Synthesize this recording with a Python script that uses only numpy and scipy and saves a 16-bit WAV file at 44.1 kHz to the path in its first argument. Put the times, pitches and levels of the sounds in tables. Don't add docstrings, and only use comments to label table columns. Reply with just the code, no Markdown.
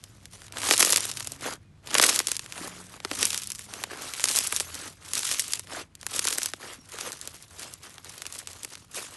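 import sys
import numpy as np
from scipy import signal
from scipy.fft import rfft, irfft, next_fast_len
from scipy.io import wavfile
from scipy.ndimage import uniform_filter1d, map_coordinates

SR = 44100
rng = np.random.default_rng(int(sys.argv[2]) if len(sys.argv) > 2 else 0)


def pcm_store(signal):
    levels = np.round(np.clip(np.atleast_2d(signal), -1, 1) * 32767)
    wavfile.write(sys.argv[1], SR, levels.astype(np.int16).T)


N = 403956

# (time [s], crack level [dB], body against the crack [dB])
CLEAR_POPS = [(0.0394, -24.5, -7.5), (0.2558, -27, -6), (0.419, -44, 14.5), (0.482, -39, 6.5),
              (0.5236, -26, -0.5), (0.571, -38, 20.5), (0.618, -23, 5), (0.633, -22.5, 9.5),
              (0.672, -23, -3), (0.6885, -15, 6), (0.7104, -7.5, 9), (0.7369, -7, -1), (0.764, -11, -17),
              (0.7788, -2, -29), (0.795, 2, -26), (0.807, -9, 0.5), (0.8213, -5, -15), (0.8273, 1, -4.5),
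              (0.849, 1.5, -13), (0.858, -5.5, -22), (0.872, -12, -5.5), (0.9039, -0.5, -14),
              (0.9077, -6, -16), (0.924, 3, -31.5), (0.93, -3.5, -5), (0.943, -10, -15), (0.9609, 1, -15.5),
              (0.972, -0.5, -30), (0.978, -16, 4), (1.0064, -9, -22), (1.0547, -10.5, -26.5),
              (1.115, -13, -18), (1.172, -17, -5), (1.206, -19.5, 2), (1.246, -19, -27.5),
              (1.2727, -11.5, -10), (1.32, -13.5, -14), (1.41, -25, -18), (1.873, -26.5, 3.5),
              (1.913, -25, 4.5), (1.9436, -3.5, -10), (1.952, -17, 16), (1.983, 1, -10), (1.998, -11, 12.5),
              (2.026, -10, -17), (2.038, -13.5, 11), (2.058, -11, -10), (2.09, -15.5, 8.5),
              (2.1025, -12, -15), (2.1608, -4, -11), (2.191, -1, -18), (2.202, -15, 6), (2.271, -3, -16),
              (2.2842, -13, -5), (2.317, -4.5, -9), (2.3669, -11, -30), (2.394, -16, -5.5),
              (2.4618, -28.5, 3.5), (2.5235, -20.5, -3.5), (2.579, -28, 7), (2.68, -20.5, -8),
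              (3.0024, -42.5, 18), (3.0492, -28, 17), (3.1142, -25.5, 14.5), (3.229, -2.5, -9.5),
              (3.2539, 1.5, -40), (3.305, -11, -15), (3.331, -13, -8), (3.3452, -10, -11),
              (3.377, -8.5, -18), (3.435, -18.5, -24), (3.473, -12, -25), (3.503, -13, -13),
              (3.519, -12.5, -16), (3.55, -21, -14), (3.593, -16, -7.5), (3.738, -19.5, -3),
              (3.8384, -14.5, 4), (4.0529, -22, -8), (4.137, -17, -3.5), (4.197, -21, 5.5),
              (4.2409, 1.5, -11), (4.2565, -10, -7), (4.2864, -10, -8), (4.313, -10, -20),
              (4.352, -11.5, -3), (4.3609, -6, -27), (4.3683, -2.5, -13.5), (4.374, -7, -23),
              (4.388, 1, -37), (4.413, -16, -20), (4.4722, -3.5, -38), (4.5253, -4.5, -5),
              (4.5636, -6.5, -23), (4.6, -8, -10), (4.605, -19, 6), (5.1349, -7.5, -10.5),
              (5.1534, -9.5, -24), (5.178, -12, -33), (5.1926, -7.5, -23), (5.232, -18.5, 0.5),
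              (5.291, -14, -9), (5.3141, -12, -2), (5.3955, -4, -10), (5.481, -14.5, -24),
              (5.535, -5.5, -20), (5.595, -13, -9.5), (5.672, -36, 2), (5.724, -36, 9), (5.953, -27, -17),
              (6.013, -27, -37), (6.03, -29, 2), (6.0663, -9, -6), (6.193, -3, -11), (6.2526, -7.5, -6),
              (6.2719, -7, -16), (6.2783, -19, 5.5), (6.285, -7.5, -14), (6.3056, -14, -18),
              (6.3273, -11.5, -3), (6.3837, -3.5, -9), (6.4186, -16.5, -2.5), (6.432, -7.5, -16),
              (6.4593, -9, -10), (6.5361, -27.5, 13.5), (6.987, -22.5, 3.5), (7.0105, -15.5, -11),
              (7.12, -19, -18), (7.214, -17.5, -23), (7.275, -16, -9), (7.4252, -25, -30),
              (7.7383, -17, -41), (7.942, -30.5, -16), (7.9817, -38, 12), (8.046, -27.5, -5),
              (8.22, -19.5, -1), (8.2548, -38, 15.5), (8.266, -17.5, -11), (8.3251, -18, -14),
              (8.3566, -27, 0), (8.4732, -18, -8), (8.532, -24.5, -25), (8.633, -17, -32),
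              (8.6482, -13, -7), (8.754, -25.5, -3)]
# (centre [Hz], width [Hz])
POP_BANDS = [(5970, 13600), (1930, 5030), (380, 500)]
# (loudest time [s], time to fade by 20 dB [s], level then [dB], centre [Hz])
SEAM_RIPS = [(0.724, .022, -17, 6500), (0.8042, .015, -14, 7300), (0.861, .015, -21, 8000),
             (2.0155, .008, -13, 6000), (2.0935, .008, -14, 6000), (4.327, .016, -24, 7500),
             (4.438, .03, -27, 9000), (4.604, .025, -25, 8550), (5.274, .013, -27, 5000),
             (5.3147, .015, -25, 8060), (5.34, .012, -25, 7980), (5.398, .015, -17.5, 7500),
             (6.336, .013, -25, 8600), (8.389, .014, -30, 7360)]
# (time [s], rough peak level [dB], pitch [Hz])
SUCTION_PLOPS = [(2.607, -31, 314), (3.048, -30, 390), (3.109, -30, 286), (3.222, -32, 450),
                 (3.925, -36, 404.5), (5.73, -35, 340), (5.767, -24.5, 677), (6.78, -44, 250),
                 (6.941, -34.5, 455), (7.07, -27.5, 504), (7.647, -36, 638)]
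# (time [s], level [dB])
FIST_SQUEEZES = [
    [(0.49, -63.5), (0.6, -39), (0.7, -27), (0.76, -28.5), (0.814, -23.5), (0.864, -27.5), (0.994, -32),
     (1.05, -36), (1.36, -46), (1.38, -62.5)],
    [(1.83, -65), (1.912, -40), (2.044, -21), (2.092, -26), (2.136, -28.5), (2.196, -36), (2.352, -42.5),
     (2.46, -50.5)],
    [(3.03, -55.5), (3.1, -43), (3.202, -32), (3.254, -30.5), (3.332, -33), (3.504, -48), (3.66, -46)],
    [(3.9, -50), (4.084, -38.5), (4.37, -30.5), (4.45, -33), (4.5, -41), (4.57, -31.5), (4.66, -47.5)],
    [(4.97, -61.5), (5.108, -40.5), (5.16, -35), (5.266, -32.5), (5.308, -28), (5.372, -33), (5.424, -36),
     (5.538, -35), (5.65, -51.5)],
    [(5.93, -88), (6.046, -49.5), (6.184, -32), (6.236, -37.5), (6.29, -33), (6.346, -34.5), (6.442, -38),
     (6.58, -56.5)],
]
# (time [s], level [dB])
STRAND_PULLS = [
    [(0.0, -59), (0.16, -59), (0.2, -61), (0.3, -59.5), (0.34, -50.5), (0.49, -58)],
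    [(7.13, -46.5), (7.154, -50), (7.342, -49), (7.54, -60.5)],
    [(8.1, -56), (8.22, -47.5), (8.362, -47), (8.554, -52), (8.766, -49.5), (8.92, -64)],
]
# (start of hold [s], rise [s], hold [s], fall [s], hiss level [dB], squelch level [dB])
SKIN_PEELS = [(1.435, 0.056, 0.098, 0.032, -38.5, -36.5), (2.624, 0.25, 0.0038, 0.36, -39.5, -41.5),
              (2.94, 0.041, 0.013, 0.088, -45.5, -46), (3.722, 0.08, 0.099, 0.14, -42.5, -44),
              (3.902, 0.039, 0.24, 0.44, -58, -45.5), (4.746, 0.25, 0.12, 0.092, -39.5, -44),
              (5.734, 0.077, 0.083, 0.033, -40, -38.5), (6.616, 0.037, 0.12, 0.062, -42.5, -43.5),
              (6.954, 0.12, 0.084, .15, -41, -44.5), (7.067, 0.066, 0.016, 0.031, -34, -37.5),
              (7.62, 0.13, 0.0031, 0.19, -39.5, -45), (7.833, 0.049, 0.019, 0.24, -46.5, -48.5),
              (8.059, 0.047, 0.011, 0.2, -44, -50.5), (8.963, 0.042, 0.026, 0.11, -34, -41.5),
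              (9.15, 0.28, .02, .1, -46.5, -48)]
# (time [s], wetness [dB])
WETNESS = [(0, 1), (1, 1.5), (2.1, -0.5), (3.2, -4.5), (4, -3), (5.3, -4.5), (6.3, -1.5), (7.5, -3.5),
           (9.16, 2)]
# (frequency [Hz], relative level [dB])
FIZZ_COLOUR = [(530, -39.5), (900, -18), (1140, -11.5), (1500, -12.5), (4310, -7.5), (6080, -4.5),
               (9070, -5), (11300, -6.5), (12800, -8.5), (16600, -57.5), (22000, -120)]
SQUELCH_COLOUR = [(150, -22), (250, -3), (665, -11), (843, -12), (1210, -7.5), (2160, -8.5), (5000, -12.5),
                  (6500, -56), (11000, -120)]
RUMBLE_COLOUR = [(15, -53), (25, -20), (97, -8), (197, -16.5), (230, -24), (291, -21), (477, -34.5),
                 (5000, -47), (9120, -51), (12800, -59.5), (16600, -91), (22000, -120)]
# (time [s], level [dB])
TRAFFIC_LEVEL = [(0.0, -54), (9.16, -58.5)]
# (time [s], firing rate [Hz], level [dB], level of the octave [dB])
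FAR_ENGINES = [
    [(0, 101.3, -61.5, -69), (1, 104, -54.5, -68.5), (2.3, 96.75, -67, -63), (2.6, 91, -91, -92)],
    [(.2, 119.5, -95, -101), (.5, 121.7, -66.5, -78), (1.4, 139.6, -54.5, -57.5), (2.1, 150.2, -69, -107),
     (2.4, 147.5, -88, -86)],
    [(2.5, 86, -95, -75), (2.6, 86.6, -68, -46.5), (3.1, 95.8, -52, -58), (3.85, 104.4, -64, -59.5),
     (4.1, 109, -99, -80)],
    [(4.2, 84.8, -68, -69), (4.75, 82.5, -49, -58.5), (5.2, 85.7, -64.5, -64.5), (8.5, 87.1, -63.5, -81),
     (9.16, 84, -97, -83)],
]
# (time [s], pitch [Hz], level [dB])
CHIRP_GLIDE = [(6.785, 5720, -64), (6.81, 5600, -52), (6.83, 5540, -62)]
SQUEAK_GLIDE = [(1.63, 2400, -82), (1.67, 2480, -71), (1.73, 2300, -82)]

CRACK_DB_PER_OCTAVE = 59
BODY_DB_PER_OCTAVE = 44
THUD_DB, THUD_PER_BODY = -25.5, 0.64
THUD_CUT_HZ = 200
TEAR_DB, TEAR_T60_S = -3, 0.017
LESSER_PER_S = 18
LESSER_DB, LESSER_BODY_DB = 11, -10
RIP_RISE_S = 0.003
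PLOP_T60_CYCLES, PLOP_ATTACK_S = 12.2, 0.0026
WET_DB, DRIES_DB_PER_S, DRIEST_DB = 5, -56, -10.5
PULL_WET_DB = -5
LET_GO_S = 0.01
ROOM_HIGH_DB, ROOM_LOW_DB = -78.5, -70.5
SHEEN_HZ, SHEEN_PER_WETNESS = 8000, -0.16
TOP_HZ = 13076


def pops():
    t, out = np.arange(1024) / SR, np.zeros(N + 1024)
    hz = np.fft.rfftfreq(2048, 1 / SR)
    wetness_db = curves(WETNESS)[0]
    for start, crack_db, body_db in CLEAR_POPS + lesser_pops():
        tune = np.exp(rng.standard_normal(3) * [.15, .2, .1])
        tune[0] *= 2 ** (-body_db / CRACK_DB_PER_OCTAVE)
        tune[1] *= 2 ** (-body_db / BODY_DB_PER_OCTAVE)
        shapes = [band_pass(hz, centre * k, width) for (centre, width), k in zip(POP_BANDS, tune)]
        shapes[2] = shapes[2] * (1j * hz / (THUD_CUT_HZ + 1j * hz)) ** 2
        crack, body, thud = [h / np.abs(irfft(h)).max() * np.sqrt(2) for h in shapes]

        ticks = rng.standard_normal(len(t)) * rng.standard_normal(len(t))
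        ticks = ticks * (t > .0002) * amp(-60 * t / TEAR_T60_S)
        tear = rfft(ticks / np.linalg.norm(ticks) * amp(TEAR_DB), 2048)

        at = round(start * SR)
        thud_db = THUD_DB + THUD_PER_BODY * body_db + wetness_db[at]
        low = amp(body_db) * (1 + 0.9 * tear) * body + amp(thud_db) * thud
        burst = irfft((1 + tear) * crack + low)[:len(t)]
        out[at:][:len(t)] += amp(crack_db) * burst
    return out[:N]


def lesser_pops():
    draw = rng.random((int(LESSER_PER_S * N / SR), 3))
    effort_db = np.max([grip(rows) for rows in FIST_SQUEEZES + STRAND_PULLS], axis=0)
    at = (draw[:, 0] * N).astype(int)
    crack_db = effort_db[at] + LESSER_DB + 8 * (draw[:, 1] - .5)
    body_db = LESSER_BODY_DB + 14 * (draw[:, 2] - .5)
    return list(zip(at / SR, crack_db, body_db))


def rips():
    t = np.arange(2048) / SR - 2 * RIP_RISE_S
    out, hz = np.zeros(N + 2048), np.fft.rfftfreq(2048, 1 / SR)
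    for loudest, fade, db, centre_hz in SEAM_RIPS:
        ticks = rng.standard_normal(len(t)) * (1 + np.abs(rng.standard_normal(len(t))))
        coloured_ticks = unit(irfft(rfft(ticks) * band_pass(hz, centre_hz, POP_BANDS[0][1])))
        shape_db = -20 * np.maximum(-t / RIP_RISE_S, t / fade)
        out[round((loudest + t[0]) * SR):][:len(t)] += amp(db + shape_db) * coloured_ticks
    return out[:N]


def kneading():
    fizz_db, squelch_db, peeling = hands()
    crunch = np.clip(1 - 0.25 * peeling, .1, 1)
    clusters = amp(crunch * (2.1 * wobble(30) + 1.94 * wobble(120)))

    bright = 0.56 * crunch * grains(per_s=655, centre_hz=6050, spread_db=2.5, cycles=0.87)
    bright += (0.9 - 0.23 * crunch) * patchy(depth_db=4.5)
    bright += 0.75 * crunch * crackles(per_s=110, life_s=0.0025)
    fizz = coloured(clusters * bright, FIZZ_COLOUR)
    top = filtered(fizz, lambda hz: 1 / (1 + (SHEEN_HZ / (hz + 1)) ** 4))
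    fizz = fizz + (amp(SHEEN_PER_WETNESS * curves(WETNESS)[0]) - 1) * top

    wet = 0.5 * grains(per_s=650, centre_hz=1400, spread_db=4.5, cycles=1.8) + 0.85 * patchy(depth_db=3)
    squelch = coloured(clusters * wet, SQUELCH_COLOUR)
    return amp(fizz_db) * fizz + amp(squelch_db) * squelch


def hands():
    t = np.arange(N) / SR
    fizz, squelch = amp(ROOM_HIGH_DB) ** 2, amp(ROOM_LOW_DB) ** 2
    for rows in FIST_SQUEEZES:
        wet_db = np.clip(WET_DB + DRIES_DB_PER_S * (t - rows[0][0]), DRIEST_DB, WET_DB)
        wet_db = wet_db + curves(WETNESS)[0]
        fizz = fizz + amp(grip(rows)) ** 2
        squelch = squelch + amp(grip(rows) + wet_db) ** 2
    for rows in STRAND_PULLS:
        fizz = fizz + amp(grip(rows)) ** 2
        squelch = squelch + amp(grip(rows) + PULL_WET_DB) ** 2
    without_peels = fizz
    for start, rise, hold, fall, hiss_db, squelch_db in SKIN_PEELS:
        shape_db = -20 * np.maximum(np.maximum((start - t) / rise, (t - start - hold) / fall), 0)
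        fizz = fizz + amp(hiss_db + shape_db) ** 2
        squelch = squelch + amp(squelch_db + shape_db) ** 2
    return 10 * np.log10(fizz), 10 * np.log10(squelch), 1 - without_peels / fizz


def grip(rows):
    t = np.arange(N) / SR
    outside_s = np.maximum(np.maximum(rows[0][0] - t, t - rows[-1][0]), 0)
    return curves(rows)[0] - 20 * outside_s / LET_GO_S


def grains(per_s, centre_hz, spread_db, cycles):
    draw, t = rng.random((int(per_s * N / SR), 3)), np.arange(96)
    size = amp(spread_db * np.minimum(-np.log(draw[:, 1:2] + 1e-9), 2.5))
    pitch_hz = np.clip(centre_hz * 2 ** (2.56 * (draw[:, 2:] - .5)), 200, 11500)
    turn = pitch_hz / SR * t
    rings = size * np.sin(2 * np.pi * turn) * np.exp(-turn / cycles)
    at = (draw[:, :1] * N).astype(int) + t
    return unit(np.bincount(at.ravel(), rings.ravel(), N + len(t))[:N])


def crackles(per_s, life_s):
    draw = rng.random((2, N))
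    hits = (draw[0] < per_s / SR) * draw[1] ** 2
    fade = signal.lfilter([1], [1, -np.exp(-1 / (life_s * SR))], hits)
    return unit(fade * rng.standard_normal(N))


def patchy(depth_db):
    z = signal.stft(rng.standard_normal(N), nperseg=512)[2]
    field = uniform_filter1d(rng.standard_normal(z.shape), size=7, axis=0)
    field = uniform_filter1d(field, size=5, axis=1)
    return unit(signal.istft(z * amp(depth_db * unit(field)), nperseg=512)[1][:N])


def plops():
    t, out = np.arange(4096) / SR, np.zeros(N + 4096)
    for start, db, hz in SUCTION_PLOPS:
        decay = amp(db - 60 * t * hz / PLOP_T60_CYCLES)
        soft_start = 1 - np.exp(-t / PLOP_ATTACK_S)
        out[round(start * SR):][:len(t)] += decay * soft_start * 2 * np.sin(2 * np.pi * hz * t)
    return out[:N]


def engines():
    return sum(tone(rows, waver=0.009) for rows in FAR_ENGINES)


def chirp_and_squeak():
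    return tone(CHIRP_GLIDE, waver=0.002) + tone(SQUEAK_GLIDE, waver=0.002)


def traffic():
    return amp(curves(TRAFFIC_LEVEL)[0]) * coloured(rng.standard_normal(N), RUMBLE_COLOUR)


def tone(rows, waver):
    hz, *levels_db = curves(rows)
    t = np.arange(N) / SR
    phase = 2 * np.pi * np.cumsum(hz * (1 + waver * wobble(6.9))) / SR
    swell = (t > rows[0][0]) * (t < rows[-1][0]) * amp(2.5 * wobble(6))
    return swell * sum(amp(db) * np.sin((k + 1) * phase) for k, db in enumerate(levels_db))


def amp(db):
    return 10 ** (np.asarray(db) / 20)


def unit(x):
    return x / np.sqrt(np.mean(x ** 2) + 1e-20)


def curves(rows):
    s, *cols = np.transpose(rows)
    return [np.interp(np.arange(N) / SR, s, c) for c in cols]


def wobble(rate):
    return map_coordinates(rng.standard_normal(int(N * rate / SR) + 4), [np.arange(N) * rate / SR])


def band_pass(hz, centre, width):
    return (1j * hz * width / (centre ** 2 - hz * hz + 1j * hz * width)) ** 2


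def filtered(x, response):
    m = next_fast_len(N + SR // 2)
    return irfft(rfft(x, m) * response(np.fft.rfftfreq(m, 1 / SR)), m)[:N]


def coloured(x, points):
    f, db = np.transpose(points)
    return unit(filtered(x, lambda hz: amp(np.interp(np.log(hz + 1), np.log(f + 1), db))))


def scene():
    slime = pops() + rips() + plops() + kneading()
    return (slime + engines() + chirp_and_squeak() + traffic())[None]


def record(dry):
    lag = lambda hz: np.exp(2j * np.pi * 1700 / (hz + 330))
    roll = lambda hz: amp(-32 * np.clip((hz - 11600) / 1000, 0, None))
    bass_cut = lambda hz: hz ** 2 / (hz ** 2 + 25 ** 2)
    clipped = np.clip(filtered(dry[0], lag), -.9, .9)
    return filtered(clipped, lambda hz: roll(hz) * bass_cut(hz) * (hz < TOP_HZ))[None]


dry = scene()
out = record(dry)
pcm_store(out)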